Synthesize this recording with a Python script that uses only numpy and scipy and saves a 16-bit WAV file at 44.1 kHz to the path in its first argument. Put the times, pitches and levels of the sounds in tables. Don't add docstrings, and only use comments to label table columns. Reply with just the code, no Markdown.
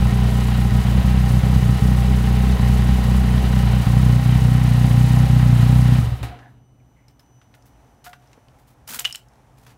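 import sys
import numpy as np
from scipy import signal
from scipy.fft import rfft, irfft
from scipy.io import wavfile
from scipy.ndimage import uniform_filter1d

SR = 44100
rng = np.random.default_rng(int(sys.argv[2]) if len(sys.argv) > 2 else 0)


def boost(x):
    u = np.asarray(x, float) / 20
    return 10 ** u


def wav_record(signal):
    frames = np.transpose(np.atleast_2d(signal))
    bounded = np.clip(frames, -1, 1)
    quanta = np.round(bounded * 32767).astype(np.int16)
    wavfile.write(sys.argv[1], SR, quanta)


N = 430857
T = np.arange(N) / SR
FIRST_FIRING_S, LAST_FIRING_S = 0.0205, 5.9835
IDLE_HZ = 30.8
COAST_S = 0.2
JOLT_S = 6.229


def unit(x):
    return x / np.sqrt(np.mean(x ** 2))


def curves(table):
    s, *columns = np.transpose(table)
    return [np.interp(T, s, column) for column in columns]


def noise(points, source=0):
    hz, db = np.transpose(points)
    log_hz = np.log(np.fft.rfftfreq(N, 1 / SR) + 1)
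    gain = boost(np.interp(log_hz, np.log(hz), db, left=-90, right=-90))
    return unit(irfft(rfft(rng.standard_normal(N) + source) * gain, N))


def band(x, hz, width):
    centre = min(hz, SR / 2.2)
    return signal.lfilter(*signal.iirpeak(centre, hz / min(width, SR / 3), SR), x)


def walk(rate):
    k = int(SR / rate)
    steps = np.repeat(rng.standard_normal(N // k + 1), k)
    return unit(uniform_filter1d(uniform_filter1d(steps, k), k)[:N])


def once_a_cycle(phase, at, depth_db):
    return boost(depth_db * np.cos(2 * np.pi * (phase - at)))


# time in seconds, firings a second.
HUNTING = [(0.0, 30.3), (0.1, 29.9), (0.18, 31.1), (0.31, 30.0), (0.38, 30.6), (0.51, 29.9), (0.59, 31.2),
           (0.7, 30.3), (0.81, 31.6), (0.9, 30.0), (0.95, 32.2), (1.04, 31.0), (1.15, 32.0), (1.28, 29.9),
           (1.35, 31.7), (1.41, 30.3), (1.6, 32.3), (1.65, 30.7), (1.68, 31.3), (1.79, 30.0), (1.84, 30.9),
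           (1.98, 29.8), (2.12, 31.7), (2.18, 30.4), (2.49, 32.0), (2.63, 30.1), (2.7, 32.1), (2.82, 29.9),
           (2.9, 32.0), (3.03, 29.6), (3.16, 32.3), (3.25, 30.1), (3.38, 31.9), (3.44, 30.4), (3.57, 31.4),
           (3.65, 29.7), (3.76, 31.4), (3.84, 29.7), (3.97, 32.0), (4.11, 30.0), (4.18, 31.7), (4.24, 29.8),
           (4.37, 32.1), (4.47, 30.2), (4.56, 31.5), (4.71, 30.0), (4.85, 31.1), (4.91, 29.7), (5.06, 31.3),
           (5.1, 30.5), (5.25, 31.7), (5.29, 30.6), (5.37, 31.1), (5.59, 29.3), (5.75, 31.6), (5.86, 30.2),
           (5.94, 31.6), (5.97, 30.5)]
# time in seconds, level in dB against a plain firing.
STANDOUT_FIRINGS = [(.086, -6), (.2837, -4), (.417, -2), (.583, 1.5), (.6806, -7.5), (.8127, -16),
                    (.947, 2), (.978, 2), (1.0111, -24), (1.139, 1.5), (1.2671, -3), (1.334, 2), (1.366, 2),
                    (1.3982, -24), (1.464, -2), (1.558, 3), (1.5903, -7), (1.69, 3), (1.751, -4.5),
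                    (1.7794, -31), (1.943, -2), (2.107, 1.5), (2.172, -1.5), (2.5614, -14), (2.692, 2),
                    (2.7559, -3.5), (2.887, 2), (2.9516, -3), (3.0182, -5), (3.145, 1.5), (3.209, -3),
                    (3.34, 1.5), (3.404, -7.5), (3.4676, -3), (3.565, 1.5), (3.5978, -3), (3.731, 2),
                    (3.7971, -3), (3.8311, -14), (3.964, 3), (4.1905, -3.5), (4.2215, -5), (4.353, 2),
                    (4.384, -3), (4.547, 1.5), (4.677, -1.5), (4.873, -3), (5.0731, -4.5), (5.201, 1.5),
                    (5.2619, -6), (5.394, -2), (5.559, -2.5), (5.692, 1.5), (5.756, 1.5), (5.919, 1.5),
                    (5.95, -3)]


def crank():
    hz = curves(HUNTING)[0] * np.exp(-np.maximum(T - LAST_FIRING_S, 0) / COAST_S)
    turned = np.cumsum(hz) / SR
    strong = [s for s, db in STANDOUT_FIRINGS if db > 0]
    marks = np.r_[FIRST_FIRING_S, strong, LAST_FIRING_S]
    there = np.interp(marks, T, turned)
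    whole = np.r_[0, np.cumsum(np.round(np.diff(there)))]
    return turned + np.interp(T, marks, whole - there)


# start in seconds, level in dB against a plain firing.
COAST_STROKES = [(6.019, 1), (6.062, -1), (6.111, -1), (6.206, -6), (6.224, -13), (6.24, -18), (6.286, -20)]


def firings(phase):
    advance = 0.08
    rebound_db = 2
    scatter_db, scatter_s, push_s = 0.9, 0.0002, 0.0083
    at = np.flatnonzero(np.diff(np.floor(phase + advance)) > 0)
    at = at[at < (LAST_FIRING_S + 0.5 / IDLE_HZ) * SR]
    at = np.r_[at[0] - (np.array([2, 1]) * SR / IDLE_HZ).astype(int), at]
    size, late = rng.standard_normal((len(at), 2)).T
    db = scatter_db * size
    for s, standout_db in STANDOUT_FIRINGS:
        k = np.argmin(abs(at / SR - s))
        db[k] = standout_db
        db[k + 1] += rebound_db * max(1 - boost(standout_db), 0)
    pulses = np.zeros(N)
    pulses[at + (scatter_s * SR * late).astype(int)] = boost(db)
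    push = np.hanning(int(push_s * SR))
    for s, coast_db in COAST_STROKES:
        i = int(s * SR)
        pulses[i:i + len(push)] = boost(coast_db) * push / push.sum()
    return pulses


# time in seconds, distance from the wall in m, nearness to the engine in dB,
# view of the crankcase in dB.
PHONE_PATH = [(0, 1.02, 1, 3), (.5, 0.99, 0, 3.5), (1.0, 1.03, 0, 1), (1.6, 1.12, 0.5, 0.5),
              (2.2, 1.005, 0.5, 3.5), (2.8, 1.01, 0.5, 3.5), (3.3, 1, 0.5, 3), (3.8, 1.054, 1, -3),
              (4.2, 1.25, 1, -4), (4.7, 1.245, 1, -9), (5.2, 1.31, 1.5, -17), (5.6, 1.23, 1, -5),
              (6, 1.31, 0.5, -7)]
# centre in Hz, width in Hz, later arrival in seconds, level in dB rms before echo and movement,
# share of the nearness, m farther for each m nearer the wall.
PIPE_MODES = [(65.16, 8.7, 0, -14.5, .3, 0), (117.6, 26.2, 0.0025, -17.7, 1.0, 1.9),
              (153, 16, .0023, -33, 2.5, 1.2), (186.4, 22.8, 0.0024, -23.5, .7, 1.2),
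              (245.5, 9, 0.0038, -38.5, 1.6, 0)]
# frequency in Hz, level in dB per Hz (shape only).
BURBLE_SPECTRUM = [(45, -20), (75, 0), (150, -2), (215, -4), (280, -30)]
# centre in Hz, width in Hz, level in dB rms.
SHED_MODES = [(121.5, 1.4, -39)]


def exhaust(pulses):
    wall_echo = 0.56
    engine_m, sound_m_s = 1.25, 343
    burble_db, waver_db = -34, 0.7
    lead = SR // 10
    silencer = signal.cheby2(6, 32, 305, fs=SR, output="sos")
    thump = signal.sosfilt(silencer, np.roll(pulses, lead))
    open_end = signal.butter(4, 47, "high", fs=SR, output="sos")
    thump = -signal.sosfilt(open_end, thump - band(thump, IDLE_HZ, 8))
    running = int(LAST_FIRING_S * SR)
    wall_m, near_db, _ = curves(PHONE_PATH)
    early = T - lead / SR
    pipe = 0
    for hz, width, late, db, share, away in PIPE_MODES:
        late = late + away * (engine_m - wall_m) / sound_m_s
        ring = band(thump, hz, width)
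        ring = ring / ring[:running].std()
        heard = np.interp(T - late, early, ring, right=0)
        echo = np.interp(T - late - 2 * wall_m / sound_m_s, early, ring, right=0)
        pipe = pipe + (heard + wall_echo * echo) * boost(db + share * near_db + waver_db * walk(25))
    follow = uniform_filter1d(uniform_filter1d(pulses, SR // 31), SR // 31)
    follow = follow * (T < JOLT_S) / follow[:running].mean()
    pipe = pipe + boost(burble_db) * noise(BURBLE_SPECTRUM) * follow
    pipe = pipe - 0.64 * band(pipe, 91.7, 17)
    return pipe + sum(boost(db) * unit(band(pipe, hz, width)) for hz, width, db in SHED_MODES)


# centre in Hz, width in Hz, level in dB against each other.
TAPPET_MODES = [(808, 28, 4), (1055, 56, 2.5), (1866, 55, 4), (2000, 58, -3), (2960, 90, -2),
                (3820, 160, -10)]


def tappets(phase, count=4):
    scatter_db, scatter_s = 4.5, 0.0015
    at = np.flatnonzero(np.diff(np.floor(count * phase)) > 0)
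    size, late = rng.standard_normal((len(at), 2)).T
    at = np.clip(at + (scatter_s * SR * late).astype(int), 0, N - 1)
    ticks = np.zeros(N)
    ticks[at] = boost(scatter_db * size.clip(-2, 2))
    ticks = np.convolve(ticks, rng.standard_normal(SR // 500))[:N]
    return unit(sum(boost(db) * unit(band(ticks, hz, width)) for hz, width, db in TAPPET_MODES))


# frequency in Hz, level in dB per Hz (shape only).
CASING_SPECTRUM = [(160, -7), (270, -1.5), (312, -12.5), (434, -3.5), (488, -9), (594, -11), (789, -7),
                   (859, -20), (954, -13), (1300, -22), (1690, -29), (2860, -120)]
VALVE_SPECTRUM = [(650, -4), (1100, -4.5), (1520, -4), (1950, -4), (2520, -6), (2990, -4), (3350, -9),
                  (3960, -7.5), (4400, -13.5), (5000, -15.5), (6500, -33), (11000, -120)]
INTAKE_SPECTRUM = [(2530, -12), (4300, -5), (5990, -4.5), (8000, -5), (9630, -4.5), (14500, -9),
                   (15800, -10)]
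# centre in Hz, width in Hz, level in dB against each other.
CASE_MODES = [(420, 110, -19), (538, 30, -7), (798.6, 22, -2), (956, 88, -4), (1264, 25, -8),
              (1087, 26, -16), (670, 110, -19), (327, 27, -2.5)]
# level at idle in dB before movement, power of speed that the level follows,
# level at the last jolt in dB, t60 of the jolt in seconds.
PART_LEVELS = [(-33, 1.15, -34, 0.51), (-36.5, 1.4, -39, 0.43), (-44, 1.54, -41, 0.18)]


def works(pulses, phase):
    near_share = 0.41
    crankcase_hz, crankcase_width_hz = 407, 52
    tappet_db = -6.5
    speed = np.exp(-np.maximum(T - LAST_FIRING_S, 0) / COAST_S)
    _, near_db, view_db = curves(PHONE_PATH)
    gains = []
    for db, power, jolt_db, t60 in PART_LEVELS:
        turning = boost(db + near_share * near_db) * speed ** power
        jolt = boost(jolt_db) * (T > JOLT_S) * 1000. ** (-abs(T - JOLT_S) / t60)
        gains.append(np.hypot(turning, jolt))
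    casing_gain, valve_gain, intake_gain = gains
    pattern = rng.standard_normal(SR // 31)
    clatter = pattern[(phase % 1 * len(pattern)).astype(int)]

    shove = band(np.roll(pulses, SR // 200), 660, 460)
    shove = shove + 0.014 * rng.standard_normal(N) * once_a_cycle(phase, 0.32, 3.1)
    rung = sum(boost(db) * unit(band(shove, hz, width)) for hz, width, db in CASE_MODES)
    rough = noise(CASING_SPECTRUM, 0.2 * clatter) * once_a_cycle(phase, 0.074, 1.0)
    casing = unit(rung + boost(7.0) * rough * boost(0.97 * walk(30)))
    casing = casing + (boost(view_db) - 1) * band(casing, crankcase_hz, crankcase_width_hz)

    valves = noise(VALVE_SPECTRUM, 0.57 * clatter) * once_a_cycle(phase, 0.17, 0.31)
    valves = valves * boost(1.0 * walk(90) + 0.61 * walk(14))
    valves = valves + boost(tappet_db) * tappets(phase)

    intake = noise(INTAKE_SPECTRUM) * once_a_cycle(phase, 0.78, 1.5)
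    intake = intake * boost(1.0 * walk(60) + 0.69 * walk(8))
    return casing * casing_gain + unit(valves) * valve_gain + unit(intake) * intake_gain


# frequency in Hz, level in dB per Hz (shape only).
RUMBLE_SPECTRUM = [(15, -49), (25, -31), (54, -1.5), (86, -10.5), (107, -10), (123, 2.5), (167, -15.5),
                   (252, -13), (295, -12.5), (317, -20), (450, -28.5), (580, -58), (990, -120)]
HISS_SPECTRUM = [(210, -31), (350, 1), (855, 6), (1030, 0), (4630, -19.5), (6170, -15), (6470, -19),
                 (9040, -20), (15800, -27)]


def surroundings():
    rumble_db, hiss_db = -54, -60.5
    dip_db, back_s = -32, 0.37
    hiss_db = hiss_db + dip_db * np.exp(-np.maximum(T - JOLT_S, 0) / back_s)
    rumble = noise(RUMBLE_SPECTRUM) * boost(rumble_db + 0.73 * walk(6.8))
    return rumble + noise(HISS_SPECTRUM) * boost(hiss_db + 1.0 * walk(10))


# pitch in Hz, level in dB rms before swell and waver, share of the swell.
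WHINE_TONES = [(2970, -83.5, .4), (5997, -79, 0.77), (9001, -86.5, .1), (12000, -89, .05),
               (15000, -94, 0.11)]


def whine():
    off_s, fade_s = 8.47, 0.022
    swell_s, swell_width_s, swell_top_db = 7.37, 0.1, 15
    swell_db = swell_top_db * np.exp(-((T - swell_s) / swell_width_s) ** 2)
    tones = 0
    for hz, db, share in WHINE_TONES:
        level_db = db + share * swell_db + 1.5 * walk(29) + 0.82 * walk(6)
        tones = tones + boost(level_db) * np.sqrt(2) * np.sin(2 * np.pi * hz * T)
    return tones * np.clip((off_s - T) / fade_s, 0, 1)


def blows(events, modes, crack_s, reach_db, rise_s):
    out, t = np.zeros(N), T[:SR // 3]
    for s, db, crack_hz, ring_db in events:
        crack = rng.standard_normal(len(t)) * np.exp(-t / crack_s)
        crack = band(crack, crack_hz, 0.86 * crack_hz)
        crack = band(crack, crack_hz, 2.2 * crack_hz)
        ring = 0
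        for hz, mode_db, t60 in modes:
            level_chance, pitch_chance = rng.standard_normal(2)
            level_db = mode_db + 2.0 * level_chance - reach_db * abs(np.log2(hz / crack_hz))
            tone = np.sin(2 * np.pi * hz * (1 + 0.007 * pitch_chance) * t)
            ring = ring + boost(level_db) * tone * 1000. ** (-t / t60)
        ring = (1 - np.exp(-t / rise_s)) * ring / abs(ring).max()
        blow = crack / abs(crack).max() + boost(ring_db) * ring
        i = int(s * SR)
        out[i:i + len(t)] += boost(db) * blow[:N - i]
    return out


def chatter(count=16):
    from_s, to_s, level_db, centre_hz, ring_db = 8.885, 8.96, -30.5, 7100, -16
    when, size, pitch = rng.uniform(-0.63, 1, (count, 3)).T
    s = from_s + (to_s - from_s) * (np.arange(count) + (1 + when) / 2) / count
    return [(a, level_db + 3.8 * b, centre_hz * 2 ** (0.37 * c), ring_db) for a, b, c in zip(s, size, pitch)]


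# start in seconds, peak of the crack in dB, crack pitch in Hz, ring in dB against the crack.
TICKS = [(6.2295, -32, 2880, -9.5), (6.2345, -29, 2490, -10.5), (7.0827, -48.5, 5530, 5),
         (7.083, -56, 4100, 2), (7.195, -47, 5500, 5), (7.1955, -53, 4100, 2), (7.262, -58, 4200, -2),
         (7.5404, -44, 2510, -17), (7.6236, -50, 5440, -2), (7.6644, -50, 11200, -6),
         (7.7348, -57, 2800, -3), (8.042, -44, 3500, 0), (8.043, -41, 6410, -3), (8.1313, -32, 2300, -18),
         (8.134, -32, 950, -22), (8.274, -54, 5000, 2), (8.331, -45, 5040, -4), (8.484, -48, 3130, -11),
         (8.877, -30, 6050, -7), (8.9905, -20, 3360, -4), (8.994, -13, 7250, -7), (8.997, -15, 12400, -7),
         (9.0046, -20.5, 3160, -9.5), (9.0455, -23.5, 2850, 1), (9.0502, -13, 3050, -2.5),
         (9.0545, -12, 2950, 2.5), (9.0611, -24, 2960, -10), (9.1087, -31.5, 2900, 6),
         (9.1134, -42, 2940, -6), (9.1255, -21.5, 5150, 2), (9.1485, -24, 3050, 3), (9.1565, -35, 3120, 2),
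         (9.157, -21, 6000, -13), (9.2853, -51, 5550, -3), (9.3352, -54, 4430, -6), (9.357, -55, 5000, -6)]
# pitch in Hz, level in dB against each other, t60 in seconds.
TICK_MODES = [(1740, -9, .08), (2850, 8, 0.042), (2960, 14, 0.03), (3198, -8, 0.17), (3720, 1, .027),
              (4050, 2, 0.036), (5200, 10, 0.019), (5500, -6, 0.11), (7100, 7, 0.02), (12400, -6, 0.025)]


def sharp_ticks():
    return blows(TICKS + chatter(), TICK_MODES, crack_s=0.0016, reach_db=33.0, rise_s=0.00034)


# start in seconds, peak of the crack in dB, crack pitch in Hz, ring in dB against the crack.
KNOCKS = [(6.231, -30.5, 991, -5), (6.314, -45, 700, 11), (6.389, -40.5, 1700, -8),
          (7.084, -59, 1175, -23.5), (7.196, -49, 1500, -13), (7.4145, -46, 1700, -8),
          (7.541, -45, 1500, -7), (8.064, -31.5, 1330, 2.5), (8.1315, -38, 2300, 3), (8.331, -45, 2300, -6),
          (8.375, -41, 330, -27), (9.0, -34, 800, -9.5), (9.055, -43, 1100, -5)]
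# pitch in Hz, level in dB against each other, t60 in seconds.
KNOCK_MODES = [(710, 4.5, 0.32), (1010, -9, .04), (1437, 0, 0.076), (1550, -6, 0.12), (1700, -15, 0.15),
               (2300, -9, 0.035)]


def knocks():
    return blows(KNOCKS, KNOCK_MODES, crack_s=0.007, reach_db=8.0, rise_s=0.0034)


# start in seconds, length in seconds, centre in Hz, width in Hz, level in dB rms before the swell shape.
SQUEAKS = [(6.388, 0.13, 1670, 300, -56), (6.44, .05, 760, 120, -55), (6.794, 0.025, 2280, 200, -70),
           (6.963, 0.05, 2050, 250, -67), (7.005, .055, 2200, 220, -70), (7.075, 0.028, 2200, 400, -71),
           (8.897, 0.081, 226, 150, -47.5), (8.905, 0.11, 1470, 260, -46)]


def squeaks():
    out = 0
    for s, length, hz, width, db in SQUEAKS:
        slips = rng.standard_normal(N) ** 3 * boost(2.2 * walk(90))
        creak = unit(band(band(slips, hz, width), hz, 1.7 * width))
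        done = np.clip((T - s) / length, 0, 1)
        out = out + boost(db) * creak * np.sin(np.pi * done ** 0.58) ** 0.4
    return out


def shed(x):
    t60_s, tail_db = 0.18, -16
    t = T[:SR // 2]
    tail = band(rng.standard_normal(len(t)), 1900, 6800) * 1000. ** (-t / t60_s) * (t > 0.003)
    return x + boost(tail_db) * signal.fftconvolve(x, tail / np.sqrt(np.sum(tail ** 2)))[:N]


# frequency in Hz, level in dB per Hz (shape only).
RUB_SPECTRUM = [(290, -30), (500, -6), (586, -18), (649, -7.5), (1350, -6.5), (5750, -9.5), (8610, -10),
                (15800, -4.5)]
# start of the hold in seconds, hold in seconds, level in dB before dulling, dull above Hz.
RUBS = [(7.085, .012, -64, 9000), (7.193, .012, -62, 12000), (7.42, .02, -64, 4000),
        (7.546, .008, -61, 9000), (7.657, .018, -61, 15000), (7.76, .05, -71, 4000),
        (8.045, 0.034, -44, 9000), (8.134, .015, -62, 4970), (8.198, 0.16, -60, 2800),
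        (8.587, .02, -64, 14000), (8.673, 0.033, -59.5, 14000), (8.877, 0.081, -36, 15000),
        (8.99, .01, -34, 15000), (9.05, 0.01, -35, 9000), (9.144, 0.016, -47, 14000),
        (9.574, 0.078, -59.5, 8000), (9.666, 0.044, -49.5, 4000)]


def sliding():
    rise_db_s, fall_db_s = 5000, 351
    grit = unit(noise(RUB_SPECTRUM) * boost(2.7 * walk(400) + 1.5 * walk(75)))
    out = 0
    for s, hold, db, top_hz in RUBS:
        rise_db = rise_db_s * np.maximum(s - T, 0)
        fall_db = fall_db_s * np.maximum(T - s - hold, 0)
        out = out + boost(db - rise_db - fall_db) * signal.lfilter(*signal.butter(1, top_hz, fs=SR), grit)
    return out


def scene():
    phase = crank()
    pulses = firings(phase)
    engine = exhaust(pulses) + works(pulses, phase)
    small_parts = shed(sharp_ticks() + knocks() + squeaks())
    return (engine + surroundings() + whine() + small_parts + sliding())[None]


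def roll_off(x):
    return signal.sosfilt(signal.butter(12, 16100, fs=SR, output="sos"), x)


def record(dry):
    headroom, top_hz = 2.6, 15780
    rounded = headroom * np.tanh(dry / headroom)
    mix = signal.sosfilt(signal.ellip(10, 0.2, 70, top_hz, fs=SR, output="sos"), rounded)
    return roll_off(mix)


dry = scene()
out = record(dry)
wav_record(out)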